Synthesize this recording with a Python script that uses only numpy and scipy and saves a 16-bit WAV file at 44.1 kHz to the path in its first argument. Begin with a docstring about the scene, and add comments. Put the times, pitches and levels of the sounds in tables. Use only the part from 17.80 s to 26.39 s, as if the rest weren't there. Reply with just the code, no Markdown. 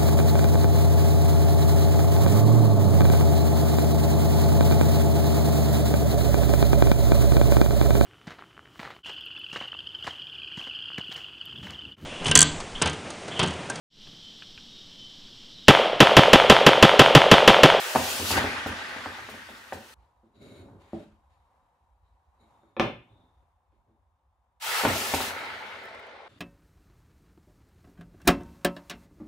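"""Two hot ingots are dropped into a pot of water in a workshop: steam fizzes, bubbles boil, metal bumps the
pot. Between them gloved hands drag a casting mould over bricks and knock the next ingot out; each quench stops
short. Fizz, simmer, slosh, rumble and rustle are coloured noise; bubbles are short rising tones. Bumps and
knocks ring decaying modes with a noise crack; grit excites the mould's resonances. Beneath lie a faint drone
and a low hum that drifts in level; a deep boom rises from the low band under the hard knock."""
import sys
import numpy as np
from scipy import signal
from scipy.fft import rfft, irfft, next_fast_len
from scipy.io import wavfile
from scipy.ndimage import uniform_filter1d

SR = 44100
rng = np.random.default_rng(int(sys.argv[2]) if len(sys.argv) > 2 else 0)


def generate_wav(signal):
    """Clip the signal to [-1, 1] and save it as 16-bit WAV at the path in sys.argv[1]."""
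    frames = np.transpose(np.atleast_2d(signal))
    scaled = np.clip(frames, -1, 1) * 32767
    pcm = np.round(scaled).astype(np.int16)
    wavfile.write(sys.argv[1], SR, pcm)


N = 378819
T = np.arange(N) / SR
FAST = next_fast_len(N)
HZ = np.fft.rfftfreq(FAST, 1 / SR)

# one table a quench: (time [s], steam fizz [dB], simmer [dB], large bubbles [dB])
QUENCHES = [
    [(0.0, -35.5, -34, -42.5), (0.15, -34.5, -36.5, -38.5), (0.33, -30.5, -35.5, -39.5),
     (0.44, -33.5, -38, -46.5), (0.51, -27, -35.5, -45), (0.58, -36, -24.5, -38.5), (0.62, -45, -31, -34),
     (0.84, -64, -36.5, -49), (1.18, -59, -40, -47), (1.6, -59, -46.5, -65), (2.14, -55.5, -55.5, -60.5)],
    [(6.802, -58.5, -58, -82.5), (6.824, -37, -42, -65), (6.87, -34, -34, -46), (6.98, -29.5, -30.5, -41),
     (7.07, -34.5, -31, -32.5), (7.19, -31, -35.5, -37.5), (7.485, -35.5, -36, -44),
     (7.53, -48, -38, -42.5), (7.72, -59, -40.5, -48), (8.03, -69, -45.5, -48.5),
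     (8.48, -100, -54.5, -49.5)],
]
# ingot against the pot floor: (time [s], dry peak [dB], centre [Hz], breadth [octaves],
# slosh it stirs [dB], steam it frees [dB])
BUMPS = [(.151, -13, 770, 1.5, -51, -50), (.159, -6.5, 570, 2.26, -40, -45),
         (0.395, -24, 240, 2.7, -35.5, -43), (.506, -17, 790, 4.6, -33.5, -27),
         (0.539, -29, 239.7, 1.5, -30.5, -42), (0.556, -27.5, 438, 0.54, -50, -47),
         (.578, -13, 561, 1.9, -39, -52), (.642, -16.5, 307, 1.4, -42, -50),
         (0.861, -19.5, 296.2, 2.2, -38.5, -42.5), (1.163, -29.5, 307, 3.5, -56, -79),
         (1.259, -23.5, 440, 2.7, -60, -65), (1.385, -31.5, 640, 1.1, -54, -66),
         (1.489, -28.5, 700, 1.5, -50, -47), (1.541, -33, 270, 1.5, -55.5, -56),
         (1.69, -35.5, 616, 0.56, -53.5, -58), (1.9234, -22, 798, 1.6, -47, -45),
         (7.037, -18, 443, 0.7, -55, -39), (7.0509, -8.5, 780, 2, -31, -50),
         (7.338, -12, 625, 3.5, -39, -30), (7.405, -18, 810, 1.54, -63, -35.5)]
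# background: (time [s], drone [dB], low hum [dB])
AIR_LEVELS = [
    [(2.15, -68, -69), (2.6, -72.5, -71), (2.86, -63, -60), (3.07, -64.5, -65.5), (3.28, -70.5, -65),
     (3.77, -68.5, -68), (4.15, -73.5, -66), (4.55, -71, -68.5), (4.72, -63.5, -67), (4.94, -73, -77),
     (5.03, -73, -59.5), (5.34, -67.5, -63.5), (5.6, -71.5, -61.5), (5.85, -75.5, -68), (6.3, -76.5, -71),
     (6.79, -76, -73)],
]


def quench():
    """Hot ingots in water: steam, boiling, slosh, bumps and spits, sounding only while a quench runs."""
    time_s, puff_db = np.transpose(BUMPS)[[0, 5]]
    heat = gain_of(column(QUENCHES, index=2))
    puffs = swells(time_s, 0, puff_db, rise_s=0.0097, fall_db_per_s=345.5)
    steam = np.hypot(gain_of(column(QUENCHES, index=1)), puffs)
    wet = fizz(steam) + boil(heat, steam) + slosh(heat)
    return (wet + bumps() + spits()) * during(QUENCHES)


def fizz(steam):
    """Escaping steam as bright noise; each bump frees a puff more."""
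    # (frequency [Hz], relative level [dB per Hz])
    fizz_colour = [(180, -56.5), (300, -36.5), (592, -3), (896, -13), (1010, -12), (1090, 1.5),
                   (1430, -36.5), (2020, -25.5), (2270, -6), (2550, 6.5), (15800, -4)]
    return steam * noise(fizz_colour, patchy_db=1.4, flicker_db=0.4)


def boil(heat, steam):
    """Simmer under water, with small bubbles that emerge as the steam dies down, and large bubbles."""
    # one spectrum a quench: (frequency [Hz], relative level [dB per Hz])
    simmer_colours = [
        [(530, -33.5), (900, -2), (979, -8.5), (1210, -2.5), (1540, -3), (1660, -13.5), (1870, -6), (2780, -7),
         (4380, -14.5), (6060, -20.5), (6590, -21), (7700, -27), (11000, -29), (15800, -52)],
        [(530, -33.5), (900, -6.5), (1000, -13.5), (1170, -13.5), (1350, -5), (1540, -30.5), (1680, -7.5),
         (2060, -11.5), (2680, -14.5), (4080, -20), (5500, -30.5), (7790, -41), (8780, -40), (15800, -68)],
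    ]
    # sizes of small bubbles each ingot sheds, one row a quench: (pitch [Hz], pitch [Hz])
    small_hz = [
        [1453, 1700],
        [1368, 1950],
    ]
    simmer, small = 0, 0
    for rows, colour, sizes in zip(QUENCHES, simmer_colours, small_hz):
        simmer += during([rows]) * noise(colour, patchy_db=1.73, flicker_db=0.77)
        for hz in sizes:
            small += during([rows]) * bubbles(hz, octaves=.08, cycles=26.0, per_s=500, uneven_db=3)
    large = bubbles(720, octaves=.9, cycles=4.2, per_s=810, uneven_db=0.5)
    clear_of_steam = heat / np.hypot(heat, steam)
    small_gain = gain_of(-5) * clear_of_steam  # against the simmer
    return heat * (simmer + small_gain * small) + gain_of(column(QUENCHES, index=3)) * large


def slosh(heat):
    """Low water noise: each bump stirs a swell, and rocking keeps it going once the ingot reaches the floor."""
    # (frequency [Hz], relative level [dB per Hz])
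    slosh_colour = [(18, -59.5), (30, -31.5), (86, 4.5), (122, -2.5), (155, -13), (226, 2), (397, -5),
                    (444, -8), (600, -3.5), (780, -40.5), (1320, -120)]
    time_s, stir_db = np.transpose(BUMPS)[[0, 4]]
    landed = 0
    for rows in QUENCHES:
        first_bump_s = time_s[time_s > rows[0][0]][0]
        landed = landed + during([rows]) * (T > first_bump_s)
    rocking = gain_of(-14) * heat * landed  # against the simmer
    stirred = swells(time_s, 0.024, stir_db, rise_s=0.015, fall_db_per_s=131)
    return np.hypot(rocking, stirred) * noise(slosh_colour, patchy_db=1.5, flicker_db=1.0)


def bumps():
    """Ingot hits the pot floor: pot modes ring and a dull crack spreads under water."""
    # (frequency [Hz], relative level [dB], t60 [s])
    pot_modes = [(85.05, -7.5, 0.18), (266.5, -1.5, 0.08), (427, -6, 0.063), (567, -3, 0.04),
                 (640, -1.5, 0.035), (760, 4, 0.032), (884.6, -4.5, 0.074), (1006, -3.5, 0.045),
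                 (1500, -10.5, 0.075), (2350, -9.5, .03)]
    # crack under water: (frequency [Hz], relative level [dB per Hz])
    splash_colour = [(80, -2), (700, -1.5), (2500, -6.5), (5000, -21), (15000, -42.5)]
    events = [row[:4] for row in BUMPS]
    hits = strike(events, pot_modes, splash_colour, crack_db=-13, crack_t60=0.026, rise_ms=0.5)
    return room(hits, wet_db=-4.5)


def spits():
    """Droplets spitting at the surface, each a short decaying burst of bright noise."""
    # (time [s], initial level before band filter [dB], pitch [Hz])
    droplets = [(7.688, -59, 13500), (8.037, -56, 12500), (8.054, -52, 12000), (8.147, -56, 8000),
                (8.195, -57, 13000), (8.267, -59, 8000)]
    out, u = np.zeros((2, N + 900)), np.arange(900) / SR
    puffs = rng.standard_normal((len(droplets), 2, 900))
    for (time_s, db, hz), puff in zip(droplets, puffs):
        band_hz = [0.52 * hz, min(1.4 * hz, 18000)]
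        band = signal.butter(2, band_hz, "band", fs=SR, output="sos")
        start = round(time_s * SR)
        out[:, start:start + 900] += gain_of(db - 60 * u / 0.033) * signal.sosfilt(band, puff)
    return out[:, :N]


def handling():
    """Mould, bench and gloves between quenches, plus the knocks."""
    # bench: (frequency [Hz], relative level [dB per Hz])
    rumble_colour = [(35, -26.5), (60, -15.5), (103, 0), (146, -14.5), (254, -9), (350, -13), (401, -8.5),
                     (497, -24.5), (554, -12), (1000, -38), (1500, -30), (1950, -60.5), (3300, -120)]
    # gloves: (frequency [Hz], relative level [dB per Hz])
    rustle_colour = [(500, -29.5), (1200, 5.5), (2200, 0), (3200, -0.5), (4400, -6), (5600, -12.5),
                     (7000, -12.5), (9000, -17), (12500, -21), (13500, -26.5), (15800, -30)]
    rumble = effort(index=2) * noise(rumble_colour, patchy_db=1.5, flicker_db=1.5)
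    rustle = effort(index=3) * noise(rustle_colour, patchy_db=1.5, flicker_db=1.0)
    return (mould() + rumble + rustle) * (1 - during(QUENCHES)) + knocks()


def knocks():
    """Mould and ingot strike the bricks: bench modes ring with a hard crack."""
    # (time [s], dry peak [dB], centre [Hz], breadth [octaves])
    blows = [(2.433, -53.5, 330, 0.72), (3.1325, -24.5, 330, 0.86), (4.625, -54.5, 300, 1.4),
             (4.834, -51, 578, 0.98), (4.966, -25.5, 751, 1.4), (4.9965, -6.5, 1100, 3.7),
             (5.0035, -20, 385, 2.3), (5.921, -68, 1500, 2.4), (6.097, -59.5, 321, 0.49)]
    # (frequency [Hz], relative level [dB], t60 [s])
    bench_modes = [(124, -5, 0.12), (176.5, -4, 0.056), (222.5, -5.5, 0.21), (257.2, -5.5, 0.027),
                   (330, -1.5, 0.071), (420, -2.5, 0.06), (566.5, -0.5, 0.057), (780, -10, 0.027),
                   (984, -10.5, 0.0083), (1754, -2.5, .02), (2410, -3.5, 0.027), (3553, -9.5, .07),
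                   (7800, -34, 0.017)]
    # crack on brick: (frequency [Hz], relative level [dB per Hz])
    crack_colour = [(47, -41), (80, -20.5), (119, 1.5), (471, -7), (503, -15), (550, 0), (684, -13),
                    (747, -17.5), (1500, -13), (1790, -17.5), (2440, -14.5), (5850, -32), (15000, -55.5)]
    hits = strike(blows, bench_modes, crack_colour, crack_db=2.5, crack_t60=0.011, rise_ms=0.65)
    return room(hits, wet_db=2.0)


def mould():
    """Grit under the sliding mould ticks its modes; the main mode's pitch changes from one drag to the next."""
    # main mode: (time [s], frequency [Hz])
    main_hz = [(2.9, 3880), (3.05, 3720), (4.55, 3920), (4.65, 3900), (4.75, 3660), (5.3, 3630),
               (8.5, 3600)]
    # other modes: (frequency [Hz], width per smoothing pole [Hz], relative level [dB])
    other_modes = [(2188, 160, 13.5), (2560, 110, -3.5), (4290, 140, 7), (6440, 105, -5.5), (6960, 210, 6),
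                   (8800, 280, 0.5), (9885, 270, -2), (12500, 500, -5.5)]
    tick_size = gain_of(1.5 * rng.exponential(1, (2, N)))
    tick_sign = rng.choice([-1., 1.], (2, N))
    grit = tick_size * tick_sign * (rng.random((2, N)) < 6000 / SR)  # 6000 ticks per s
    main = evened(resonate(grit, column([main_hz], index=1), width_hz=340))
    others = evened(sum(gain_of(db) * resonate(grit, hz, width_hz) for hz, width_hz, db in other_modes))
    return spread(*(effort(index=0) * main + effort(index=1) * others))


def effort(index):
    """Gain of one handling layer: moves over a faint steady background whose level follows the drone."""
    # gloved hands drag or shift the mould: (start [s], hold [s], main mould mode [dB],
    # other mould modes [dB], bench rumble [dB], glove rustle [dB])
    moves = [(2.17, .05, -99.5, -92.5, -75.5, -78.5), (2.42, .02, -95, -105, -67.5, -87.5),
             (2.527, .04, -73, -81, -59, -72.5), (2.588, 0.18, -65, -65, -49, -64.5),
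             (2.793, .12, -90.5, -87, -51, -93), (2.98, .1, -82, -78, -81, -67.5),
             (3.1, .09, -87, -79.5, -71.5, -61), (3.478, .04, -89.5, -85.5, -83.5, -79),
             (3.56, .02, -94.5, -96.5, -87, -89.5), (4.22, .04, -90, -99, -84.5, -86),
             (4.58, .01, -74, -76, -66.5, -93.5), (4.718, .17, -85.5, -86.5, -72.5, -90.5),
             (5.269, .14, -76.5, -108, -64, -92), (5.468, 0.096, -89, -108, -76, -92),
             (5.9, .05, -103, -94, -73.5, -91), (6.05, 0.051, -101, -103, -73, -98),
             (8.465, .1, -72, -99, -61, -65.5)]
    # fall rate: (main mode [dB/s], other modes [dB/s], rumble [dB/s], rustle [dB/s])
    fall_db_per_s = (150, 170, 120, 140)
    # background against the drone: (main mode [dB], other modes [dB], rumble [dB], rustle [dB])
    floor_db = (-27, -39.5, -12, -17.5)
    rows = np.transpose(moves)
    floor = gain_of(column(AIR_LEVELS, index=1) + floor_db[index])
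    active = swells(rows[0], rows[1], rows[2 + index], rise_s=0.031, fall_db_per_s=fall_db_per_s[index])
    return np.hypot(floor, active)


def air():
    """Noise shaped into a faint drone and a low hum that drifts in level; the low band also carries the deep
    boom of the hard knock."""
    # (frequency [Hz], relative level [dB per Hz])
    drone_colour = [(71, -40.5), (120, -9), (141, -2.5), (200, -15.5), (235, -19), (409, -25.5),
                    (511, -4.5), (653, -10.5), (695, -1.5), (983, 1), (1340, -12.5), (3940, -34),
                    (6050, -32.5), (12100, -35.5), (15800, -45)]
    # (frequency [Hz], relative level [dB per Hz])
    hum_colour = [(20, -20.5), (40, 3), (65, 5), (90, -2.5), (130, -29), (200, -57.5)]
    drone = gain_of(column(AIR_LEVELS, index=1)) * noise(drone_colour, patchy_db=0.5, flicker_db=0.84)
    hum = gain_of(column(AIR_LEVELS, index=2)) * noise(hum_colour, patchy_db=-4.5, flicker_db=-1.5)
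    return drone + hum


def noise(colour, patchy_db, flicker_db):
    """Random short-time spectra with drifting patches and a flicker shared by all bands; rms 1."""
    frames, hop = N // 128 + 5, 128
    patches = uniform_filter1d(rng.standard_normal((257, frames)), 5, 0)
    patches = evened(uniform_filter1d(patches, 20, 1))
    flicker = evened(uniform_filter1d(rng.standard_normal(frames), 3))
    z = rng.standard_normal((2, 257, frames)) + 1j * rng.standard_normal((2, 257, frames))
    z *= gain_of(patchy_db * patches + flicker_db * flicker)
    white = signal.istft(z, nperseg=512, noverlap=512 - hop)[1][:, :N]
    coloured = irfft(rfft(white, FAST) * gain_of(read(colour, HZ)), FAST)[:, :N]
    return evened(spread(*coloured))


def bubbles(centre_hz, octaves, cycles, per_s, uneven_db):
    """Short tones rising in pitch, in six sizes, each size with its own random train; rms 1."""
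    out, u = np.zeros((2, N)), np.arange(1200) / SR
    size = gain_of(uneven_db * np.minimum(rng.exponential(1, (2, N)), 5))
    size = size * (rng.random((2, N)) < per_s / SR)
    kind = rng.integers(0, 6, (2, N))
    for k, step in enumerate(np.linspace(-1, 1, num=6)):
        turns = centre_hz * 2 ** (octaves * step) * u
        envelope = gain_of(-9 * step ** 2) * turns * np.exp(-3 * turns / cycles)
        tone = envelope * np.sin(2 * np.pi * turns * (1 + .004 * turns))
        out += signal.oaconvolve(size * (kind == k), tone[None], axes=1)[:, :N]
    return evened(spread(*out))


def strike(events, modes, colour, crack_db, crack_t60, rise_ms):
    """Each blow rings the modes around its centre and throws a short noise crack; breadth sets their spread."""
    out, u = np.zeros(N + SR), np.arange(16384) / SR
    bins = np.fft.rfftfreq(len(u), 1 / SR)
    puffs = rng.standard_normal((len(events), len(u)))
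    for (time_s, db, centre_hz, octaves), puff in zip(events, puffs):
        def favour(hz):
            return gain_of(-6 * (np.log2((hz + 1) / centre_hz) / max(octaves, .3)) ** 2)
        ring = np.zeros(len(u))
        for hz, level_db, t60 in modes:  # all start together
            ring -= favour(hz) * gain_of(level_db - 60 * u / t60) * np.sin(2 * np.pi * hz * u)
        crack = evened(irfft(rfft(puff) * favour(bins) * gain_of(read(colour, bins))))
        blow = ring / abs(ring).max() + gain_of(crack_db - 60 * u / crack_t60) * crack
        blow *= 1 - np.exp(-(1000 * u / rise_ms) ** 2)
        out[round(time_s * SR):][:len(u)] += gain_of(db) * blow / abs(blow).max()
    return out[:N]


def resonate(x, hz, width_hz):
    """Resonance: shift the curve hz down to zero, smooth twice, shift back."""
    turn = np.exp(2j * np.pi * np.cumsum(hz * np.ones(N)) / SR)
    r = np.exp(-np.pi * width_hz / SR)
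    once = signal.lfilter([1 - r], [1, -r], x / turn)
    return (turn * signal.lfilter([1 - r], [1, -r], once)).real


def room(x, wet_db):
    """Direct sound plus sparse taps of random sign, each band dying at its own speed."""
    # (frequency [Hz], t60 [s])
    decay = [(80, 0.52), (200, 0.37), (1000, 0.33), (3000, 0.42), (6000, 0.25), (9000, 0.32), (14000, 0.34)]
    taps = np.zeros((2, SR))
    at = np.arange(140, SR - 20, 20) + rng.integers(0, 20, (2, (SR - 141) // 20))
    np.put_along_axis(taps, at, rng.choice([-1., 1.], at.shape), 1)
    hz, t, z = signal.stft(taps, SR, nperseg=256)
    tail = signal.istft(z * gain_of(-60 * t / read(decay, hz)[:, None]), SR, nperseg=256)[1]
    tail[:, :140] = 0
    tail = tail / np.linalg.norm(tail[0])
    return x + gain_of(wet_db) * spread(*signal.fftconvolve(x[None], tail, axes=1)[:, :N])


def spread(left, other):
    """Two microphone ports: alike in the bass, little related in the treble, where the lag blurs out."""
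    # (frequency [Hz], left-right likeness [0 to 1])
    likeness = [(60, 0.9), (110, 1), (200, 0.94), (380, 0.82), (700, 0.81), (1290, 0.43), (2380, 0.15),
                (4400, 0.4), (8120, 0.42), (15000, 0.064)]
    lag_s = 3 / SR  # right after left, in the bass
    same = np.clip(read(likeness, HZ), 0, 1)
    late = np.exp(-2j * np.pi * HZ * lag_s / (1 + (HZ / 3000) ** 4))
    right = same * late * rfft(left, FAST) + np.sqrt(1 - same ** 2) * rfft(other, FAST)
    return np.array([left, irfft(right, FAST)[:N]])


def swells(starts, holds, levels_db, rise_s, fall_db_per_s):
    """Gain of events that each rise, hold and die away; powers add."""
    t = T[::64, None] - np.asarray(starts)
    fall_db = fall_db_per_s * np.maximum(t - rise_s - holds, 0)
    each = np.clip(t / rise_s, 0, 1) ** 2 * gain_of(np.asarray(levels_db) - fall_db)
    return np.interp(T, T[::64], np.linalg.norm(each, axis=1))


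def during(tables, ramp_s=.004):
    """1 while any of the tables runs, else 0, with short ramps."""
    gate = 0
    for rows in tables:
        inside_s = np.minimum(T - rows[0][0] + ramp_s, rows[-1][0] + ramp_s - T)
        gate = gate + np.clip(inside_s / ramp_s, 0, 1)
    return gate


def column(tables, index):
    """One control over time, interpolated through all tables."""
    rows = np.concatenate(tables)
    return np.interp(T, rows[:, 0], rows[:, index])


def read(points, hz):
    """Reads a spectrum on a log-frequency axis."""
    f, value = np.transpose(points)
    return np.interp(np.log(hz + 1), np.log(f + 1), value)


def gain_of(db):
    """Decibels to gain."""
    return 10 ** (np.asarray(db) / 20)


def evened(x):
    """Scales to rms 1."""
    return x / np.sqrt(np.mean(x ** 2) + 1e-30)


def scene():
    """Everything at the microphone."""
    return quench() + handling() + air()


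def record(dry):
    """The ports lean left or right by band and lose the deepest bass; then the band limit."""
    # (frequency [Hz], left minus right [dB])
    balance = [(60, 0), (110, -1), (200, 0), (380, 0), (700, 1), (1290, 1), (2380, 0), (4400, 3),
               (8120, 0.5), (15000, -2)]
    lean_gain = gain_of(np.outer([.5, -.5], read(balance, HZ)))
    lean = irfft(rfft(dry, FAST) * lean_gain, FAST)[:, :N]
    thin = signal.sosfilt(signal.butter(4, 48, "high", fs=SR, output="sos"), lean)
    band_limit = signal.firwin(1023, 15750, window=("kaiser", 10), fs=SR)
    return signal.oaconvolve(thin, band_limit[None], "same")


dry = scene()
out = record(dry)
generate_wav(out)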